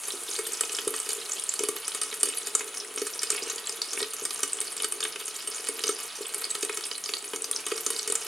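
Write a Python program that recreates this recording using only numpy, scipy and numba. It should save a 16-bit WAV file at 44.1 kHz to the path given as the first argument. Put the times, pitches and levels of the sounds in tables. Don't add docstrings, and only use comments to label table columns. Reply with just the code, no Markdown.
import sys
import numpy as np
from scipy import signal
from scipy.fft import rfft, irfft, next_fast_len
from scipy.io import wavfile
from scipy.ndimage import uniform_filter1d
from numba import njit

SR = 44100
rng = np.random.default_rng(int(sys.argv[2]) if len(sys.argv) > 2 else 0)


def wrap_up_sound(samples):
    columns = np.atleast_2d(samples).T
    tamed = np.clip(columns, -1, 1)
    steps = np.round(tamed * 32767).astype(np.int16)
    wavfile.write(sys.argv[1], SR, steps)


N = 364707

# start_s, swarm_db, bubble_pitch_hz, crack_db
BURSTS = [(0.083, -17, 9800, -30), (0.303, -18, 9400, -39), (0.313, -19, 6540, -31),
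          (0.389, -32, 7340, -17.5), (0.467, -24, 9600, -24), (0.533, -18.5, 8100, -46),
          (0.609, -8.5, 8300, -17.5), (0.635, -26, 2900, -18), (0.6956, -21.5, 2960, -27),
          (0.731, -20, 10300, -32), (0.749, -15.5, 5500, -38), (0.7866, -17.5, 3180, -17),
          (0.877, -13, 9500, -19), (0.9392, -36, 1960, -16), (0.964, -19.5, 8700, -32),
          (1.001, -15.5, 8700, -27), (1.0903, -18, 9500, -17.5), (1.104, -20, 6900, -24),
          (1.132, -11.5, 10000, -27), (1.295, -21, 7900, -26), (1.3192, -12.5, 6850, -39),
          (1.333, -17, 8650, -29), (1.397, -19.5, 9500, -33), (1.438, -18, 9100, -33),
          (1.492, -9, 7100, -43), (1.539, -12, 9700, -27), (1.592, -15, 6050, -19.5),
          (1.636, -14, 10300, -19.5), (1.687, -9, 8840, -18.5), (1.88, -13.5, 10300, -22.5),
          (1.948, -18, 9280, -19.5), (2.015, -20, 10000, -17), (2.033, -18, 10000, -25),
          (2.127, -29, 2150, -19.5), (2.209, -17, 8300, -29), (2.2317, -5, 8900, -15),
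          (2.2563, -21, 9700, -20.5), (2.286, -24, 8000, -21), (2.372, -18, 10000, -47),
          (2.3824, -16.5, 10000, -30), (2.4707, -18.5, 8670, -23), (2.551, -8.5, 7500, -17),
          (2.594, -18, 6540, -23), (2.608, -23, 1970, -19), (2.772, -21.5, 5940, -30),
          (2.9607, -18.5, 9200, -41), (2.9751, -30, 2500, -17), (2.982, -17.5, 6200, -33),
          (3.017, -24, 6300, -20), (3.0679, -21.5, 9050, -21), (3.192, -15.5, 5250, -34),
          (3.232, -12.5, 8400, -19), (3.3029, -9, 8760, -17), (3.326, -28, 2500, -30),
          (3.349, -23, 2500, -22), (3.499, -17, 6400, -24), (3.559, -20, 7060, -48),
          (3.671, -18.5, 7540, -46), (3.694, -19, 7500, -24), (3.8176, -13.5, 4540, -28),
          (3.9324, -19, 6830, -21.5), (3.975, -21, 2550, -22), (4.0035, -22, 4300, -16),
          (4.0284, -13, 4280, -16.5), (4.252, -26, 8600, -16.5), (4.307, -20, 4520, -23),
          (4.392, -21, 7600, -24), (4.405, -17, 10200, -32), (4.432, -12.5, 7100, -14),
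          (4.521, -22, 8600, -43), (4.532, -10.5, 8200, -45), (4.587, -24, 3070, -31),
          (4.604, -12.5, 8550, -45), (4.6137, -18, 8800, -20), (4.766, -23, 8700, -25),
          (4.801, -23, 3250, -21), (4.822, -13, 10100, -27), (4.8325, -19, 4540, -23),
          (4.844, -18, 8900, -16), (4.923, -13.5, 9140, -25.5), (5.0048, -17.5, 4960, -22),
          (5.028, -14, 3480, -24), (5.037, -17, 8900, -24), (5.051, -16.5, 3100, -17.5),
          (5.159, -22, 2700, -20.5), (5.28, -22, 6650, -24.5), (5.364, -20, 7440, -31),
          (5.474, -33, 8250, -21), (5.687, -15, 9150, -21), (5.8057, -23, 3770, -43),
          (5.8378, -12.5, 5100, -17), (5.868, -23, 8500, -19), (5.879, -17, 6250, -32),
          (5.891, -30, 6340, -15), (6.345, -13.5, 9440, -25), (6.4421, -17.5, 4700, -32),
          (6.512, -15.5, 8100, -44), (6.5511, -21, 4513, -19.5), (6.6278, -18, 6240, -20),
          (6.6488, -15.5, 8900, -28), (6.6949, -18.5, 2320, -22), (6.7722, -16.5, 7300, -20.5),
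          (6.8383, -14.5, 5200, -33.5), (6.8537, -15, 9300, -34), (6.867, -21.5, 9750, -31),
          (6.9137, -16, 4487, -21), (7.039, -15.5, 6200, -33), (7.059, -22.5, 4950, -28),
          (7.0909, -24, 2500, -20.5), (7.137, -12, 4280, -23.5), (7.168, -21.5, 4440, -28.5),
          (7.3344, -24, 2970, -18), (7.36, -22, 6500, -24), (7.421, -15.5, 8350, -42),
          (7.4432, -14.5, 6140, -24.5), (7.513, -9.5, 9140, -25.5), (7.562, -14.5, 5440, -32),
          (7.665, -23, 8440, -17), (7.717, -22, 2620, -16), (7.778, -20, 5200, -22.5),
          (7.8643, -8, 6700, -19), (7.9036, -13, 10100, -17.5), (7.963, -22, 4940, -27),
          (7.993, -16.5, 4460, -25), (8.076, -22, 9700, -17.5), (8.0999, -17, 7650, -22),
          (8.123, -12, 9050, -20), (8.1541, -7.5, 8350, -22.5)]
# freq_hz, gain_db
CRACK_SPECTRUM = [(600, -10.5), (1250, -3), (2200, -8.5), (9000, -0.5), (11500, -5), (14000, -20),
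                  (16000, -22)]
FIZZ_LIFE_S = 0.0057
LEFT_RIGHT = np.array([[1], [-1]])


def undb(db):
    return 10 ** (np.asarray(db) / 20)


def level(x, rms_db):
    return x * undb(rms_db) / np.sqrt(np.mean(x ** 2))


def colour(x, points):
    hz, db = np.transpose(points)
    size = next_fast_len(N)
    f = np.arange(size // 2 + 1) * SR / size + 1
    gain = undb(np.interp(np.log(f), np.log(hz), db))
    return irfft(rfft(x, size) * gain, size)[..., :N]


def band(x, lo_hz, hi_hz):
    sos = signal.butter(2, [lo_hz, hi_hz], "bandpass", fs=SR, output="sos")
    return signal.sosfilt(sos, x)


def walk(rate_hz):
    k = int(SR / rate_hz)
    held = np.repeat(rng.standard_normal(N // k + 1), k)
    return 1.3 * uniform_filter1d(uniform_filter1d(held, k), k)[:N]


def spikes(s, size):
    return np.bincount(np.clip((s * SR).astype(int), 0, N - 1), size, N)


def ring(push, modes, scatter_db, turn=1):
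    t = np.arange(SR // 4) / SR
    gains = undb(scatter_db * rng.standard_normal(len(modes))) * turn ** np.arange(len(modes))
    tail = np.zeros(len(t))
    for (hz, db, t60_s), gain in zip(modes, gains):
        tail += gain * undb(db) * np.sin(2 * np.pi * hz * t) * 1000. ** (-t / t60_s)
    return signal.oaconvolve(push, tail)[:N]


def stove():
    # freq_hz, gain_db
    rush_spectrum = [(20, -17), (60, -12), (120, -9), (160, 2.5), (200, 0), (500, 3.5), (1000, 3),
                     (3000, -10)]
    rush_rms_db, whistle_hz, whistle_rms_db = -56, 9713, -48
    mid, side = rng.standard_normal((2, N))
    rush = level(colour(mid + 0.093 * side * LEFT_RIGHT, rush_spectrum), rush_rms_db)
    pitch_hz = whistle_hz + 4 * walk(0.72) + 11 * walk(45)
    phase = 2 * np.pi * np.cumsum(pitch_hz) / SR
    whistle = np.sqrt(2) * undb(whistle_rms_db + 1.25 * walk(17)) * np.sin(phase)
    return rush + whistle


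def steam():
    # time_s, rms_db
    course = [(0, -41.5), (1.2, -44), (2.2, -51), (2.6, -51), (5, -57), (8.27, -52)]
    # freq_hz, gain_db
    hiss_spectrum = [(6500, -6), (8500, -4), (10000, -3.5), (12000, -13), (14500, -20), (16000, -39)]
    hiss = level(colour(rng.standard_normal(N), [(2000, -60)] + hiss_spectrum), 0)
    return hiss * undb(np.interp(np.arange(N) / SR, *np.transpose(course)))


def thumps(seethe_db):
    # start_s, thump_db, jolt_db (pan on its grate)
    pockets = [(0.136, -31.5, -69), (0.391, -29.5, -74), (0.871, -21.5, -47.5), (1.605, -25.5, -64),
               (1.634, -25.5, -57), (1.687, -26.5, -50), (2.233, -23, -56), (2.271, -29, -65),
               (2.974, -27, -68), (3.017, -25.5, -67), (3.327, -33, -58), (3.422, -29, -56),
               (3.974, -28.5, -59), (4.019, -25, -52), (4.219, -29, -60), (4.431, -26, -64),
               (5.691, -25.5, -74), (5.842, -32.5, -58), (5.891, -25, -57), (6.207, -30, -66),
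               (6.631, -26, -74), (6.697, -30.5, -74), (7.335, -26, -55), (7.719, -24, -73),
               (7.865, -28.5, -66), (8.098, -30.5, -57), (8.124, -28.5, -55)]
    # freq_hz, gain_db, t60_s
    hollow = [(283, -3, 0.27), (360, -3, 0.27), (414.9, 10.5, 0.11), (560, -3, 0.042), (436.4, 1, 0.24),
              (459.3, 3.5, 0.31)]
    jolt_hz, jolt_t60_s = 142, 0.091
    crack_push_db, murmur_db = -17.5, -13
    s, db, jolt_db = np.transpose(pockets)

    def radiate(x):
        return band(x, 298.4, 524)

    one_push = spikes(np.zeros(1), np.ones(1))
    unit = np.abs(radiate(ring(one_push, hollow, scatter_db=0))).max()
    air, place = np.zeros(N), rng.integers(0, 2, len(s))
    for k in range(2):
        here = place == k
        air += ring(spikes(s[here], undb(db[here])) / unit, hollow, scatter_db=2)
    burst_s, _, _, crack_db = np.transpose(BURSTS)
    air += ring(spikes(burst_s, undb(crack_db + crack_push_db) / unit), hollow, scatter_db=3)
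    jolt = ring(spikes(s, undb(jolt_db)), [(jolt_hz, 0, jolt_t60_s)], scatter_db=0)

    u = rng.random((500, 2)).T
    sign = np.sign(rng.standard_normal(len(u[0])))
    weak = spikes(u[0] * N / SR, undb(-3.5 * np.log(u[1] + 0.035)) * sign)
    murmur = level(ring(weak, hollow, scatter_db=0), murmur_db) * undb(seethe_db)
    return radiate(air + murmur) + jolt


@njit
def grains(count, at, step, glide, decay, left, right):
    out = np.zeros((2, count))
    for k in range(len(at)):
        phase, w, a, rise = 0., step[k], 1., 1.
        for i in range(at[k], count):
            phase += w
            w = min(w * glide[k], 2.8)
            a *= decay[k]
            rise *= .7
            v = a * (1 - rise) * np.sin(phase)
            out[0, i] += left[k] * v
            out[1, i] += right[k] * v
            if a < .003:
                break
    return out


def bubbles(s, hz, db, cycles):
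    rise, pan_db = 0.07, 2.0
    chance = rng.standard_normal((len(s), 2)).T
    length = cycles * np.exp(0.38 * chance[0]) * SR / hz
    side = undb(pan_db * chance[1] * np.minimum(4000 / hz, 1))
    at = np.clip(s * SR, 0, N - 1).astype(np.int64)
    step = 2 * np.pi * hz / SR
    glide, decay = (1 + rise) ** (1 / length), 0.0023 ** (1 / length)
    return grains(N, at, step, glide, decay, undb(db) * side, undb(db) / side)


def cracks(s, db, hz, t60_s, pan_db):
    # freq_hz, gain_db, t60_s
    pan_modes = [(1180, -8, .03), (1290, -5, .028), (1910, -11, .035), (2195, -10, .05), (2550, -8, .035),
                 (2950, -6, .04), (3770, -9, .03), (4410, -8, .022), (5470, -12, .03), (6290, -11, .025),
                 (7400, -8, .03), (8570, -1, .05)]
    big_bubble_hz, dull_db, ring_db = 4500, -8.5, -27
    out = np.zeros((2, N))
    kind = 2 * rng.integers(0, 2, len(s)) + (hz < big_bubble_hz)
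    fade = np.exp(-np.log(1000) / (t60_s * SR))
    for k in range(4):
        place, dull = k // 2, k % 2
        push = spikes(s[kind == k], undb(db[kind == k]))
        burst = signal.lfilter([1], [1, -fade], push) * rng.standard_normal(N)
        rings = ring(burst, pan_modes, scatter_db=1.5, turn=-1)
        sound = colour(burst, CRACK_SPECTRUM) + undb(ring_db) * rings
        if dull:
            sound = colour(sound, [(3200, 0), (6000, dull_db)])
        out += sound * undb(pan_db * (place - .5) * LEFT_RIGHT)
    return out


def sizzle(seethe_db):
    # freq_hz, gain_db
    hiss_spectrum = [(400, -2.5), (650, -0.5), (1050, -1), (1270, 5.5), (1640, -2.5), (2040, -1),
                     (2910, 1.5), (5870, -6), (9500, -6), (12500, -26), (14500, -33), (16000, -52)]
    u = rng.random((4000, 4)).T
    nest_s, nest_pitch, nest_odds = np.repeat(rng.random((800, 3)), 5, axis=0).T
    s = np.minimum(nest_s * N / SR + .012 * u[0], (N - 1) / SR)
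    here_db = seethe_db[(s * SR).astype(int)]
    hz = 2300 * 5.19 ** nest_pitch ** 0.593 * np.exp(0.25 * (u[1] - .5))
    nest_db = 5 * nest_pitch - 3.0 * np.log(np.maximum(nest_odds, .01))
    fizz_db = here_db - 5.0 + nest_db + 6 * u[2]
    fizz = bubbles(s, hz, fizz_db, cycles=np.clip(FIZZ_LIFE_S * hz, 4, 30))

    crack_db = here_db[::3] + 3.0 - 3.88 * np.log(np.maximum(u[3, ::3], .01))
    crackle = cracks(s[::3], crack_db, hz[::3], t60_s=0.0025, pan_db=-2.0)

    mid, side = rng.standard_normal((2, N))
    hiss = level(colour(mid + 0.13 * side * LEFT_RIGHT, hiss_spectrum), 0)
    flicker_db = .8 * walk(40)
    return fizz + crackle + hiss * undb(seethe_db - 8.5 + flicker_db)


def lesser_bursts(seethe_db):
    per_s, top_hz = 18, 10000
    drop = 0.304
    swarm_db, swarm_scatter_db, crack_db, crack_scatter_db = 13.5, -2, -2, 8
    tilt_db_per_octave = 4.5
    u = rng.random((int(per_s * N / SR), 2)).T
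    scatter = np.tanh(rng.standard_normal((u.shape[1], 2)).T)
    here_db = seethe_db[(u[0] * N).astype(int)]
    tilt_db = tilt_db_per_octave * drop * np.log2(1 - u[1])
    return [u[0] * N / SR,
            here_db + swarm_db + swarm_scatter_db * scatter[0] + tilt_db,
            top_hz * (1 - u[1]) ** drop,
            here_db + crack_db + crack_scatter_db * scatter[1]]


def pops(seethe_db):
    gap_s, fade_db = .0007, 1.5
    one_bubble_db, one_bubble_scatter_db = -1.77, 2
    note_life_s, most_cycles = 0.0043, 40.4
    click_db, click_most_db = 22, 8
    bursts = np.hstack([np.transpose(BURSTS), lesser_bursts(seethe_db)])
    s, db, hz, crack_db = np.repeat(bursts, 7, axis=1)
    chance = rng.standard_normal((len(s), 3)).T
    turn = np.arange(len(s)) % 7
    late = turn * (1 + 0.23 * chance[0])
    odd = turn % 2
    spread = np.where(odd, 0.037 + 0.014 * np.maximum(crack_db + 32.5, 0), .03)
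    pitch = np.clip(hz * np.exp(spread * chance[1]), 1500, 10800)
    each_db = db + one_bubble_db - fade_db * late + one_bubble_scatter_db * chance[2]
    cycles = np.where(odd, np.minimum(most_cycles, FIZZ_LIFE_S * pitch), note_life_s * pitch)
    swarm = bubbles(s + gap_s * late, pitch, each_db, cycles)

    loud_s, loud_db, _, loud_crack_db = np.transpose(BURSTS)
    tear_db = np.minimum(loud_db + click_most_db, loud_crack_db + click_db)
    click = colour(spikes(loud_s, undb(tear_db)), CRACK_SPECTRUM)
    return click + swarm + cracks(s[::7], crack_db[::7], hz[::7], t60_s=0.023, pan_db=0.5)


def room(dry):
    t60_s, tail_db = 0.25, -7.5
    t = np.arange(SR // 3) / SR
    envelope = 1000. ** (-t / t60_s) * np.minimum(t / 0.0016, 1)
    mid, side = rng.standard_normal((2, len(t))) * envelope
    side_spectrum = [(1000, 8.5), (2500, 4.5), (5000, 7.5), (12000, -6.0)]
    side = colour(np.pad(side, (0, N - len(t))), side_spectrum)[:len(t)]
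    tail = (mid + 0.28 * side * LEFT_RIGHT) * undb(tail_db) / np.sqrt(np.sum(mid ** 2))
    return signal.fftconvolve(dry.mean(0)[None], tail)[:, :N]


def scene():
    # time_s, level_db
    seethe = [(0.0, -36), (0.87, -35.5), (3.04, -37.5), (3.45, -33.5), (3.66, -35.5), (5.37, -37.5),
              (5.8, -35.5), (6.01, -35), (6.679, -36.5), (7.18, -40), (7.49, -37), (8.27, -35)]
    seethe_db = np.interp(np.arange(N) / SR, *np.transpose(seethe))
    frying = band(pops(seethe_db) + sizzle(seethe_db), 467, 14300)
    return frying + room(frying) + thumps(seethe_db) + steam() + stove()


def record(dry):
    top_hz = 16000
    left = colour(dry[0], [(1200, 0), (2500, -1.5), (6000, -1), (9000, 0)])
    low_pass = signal.ellip(8, .2, 70, top_hz, fs=SR, output="sos")
    return signal.sosfilt(low_pass, np.array([left, dry[1]]))


dry = scene()
out = record(dry)
wrap_up_sound(out)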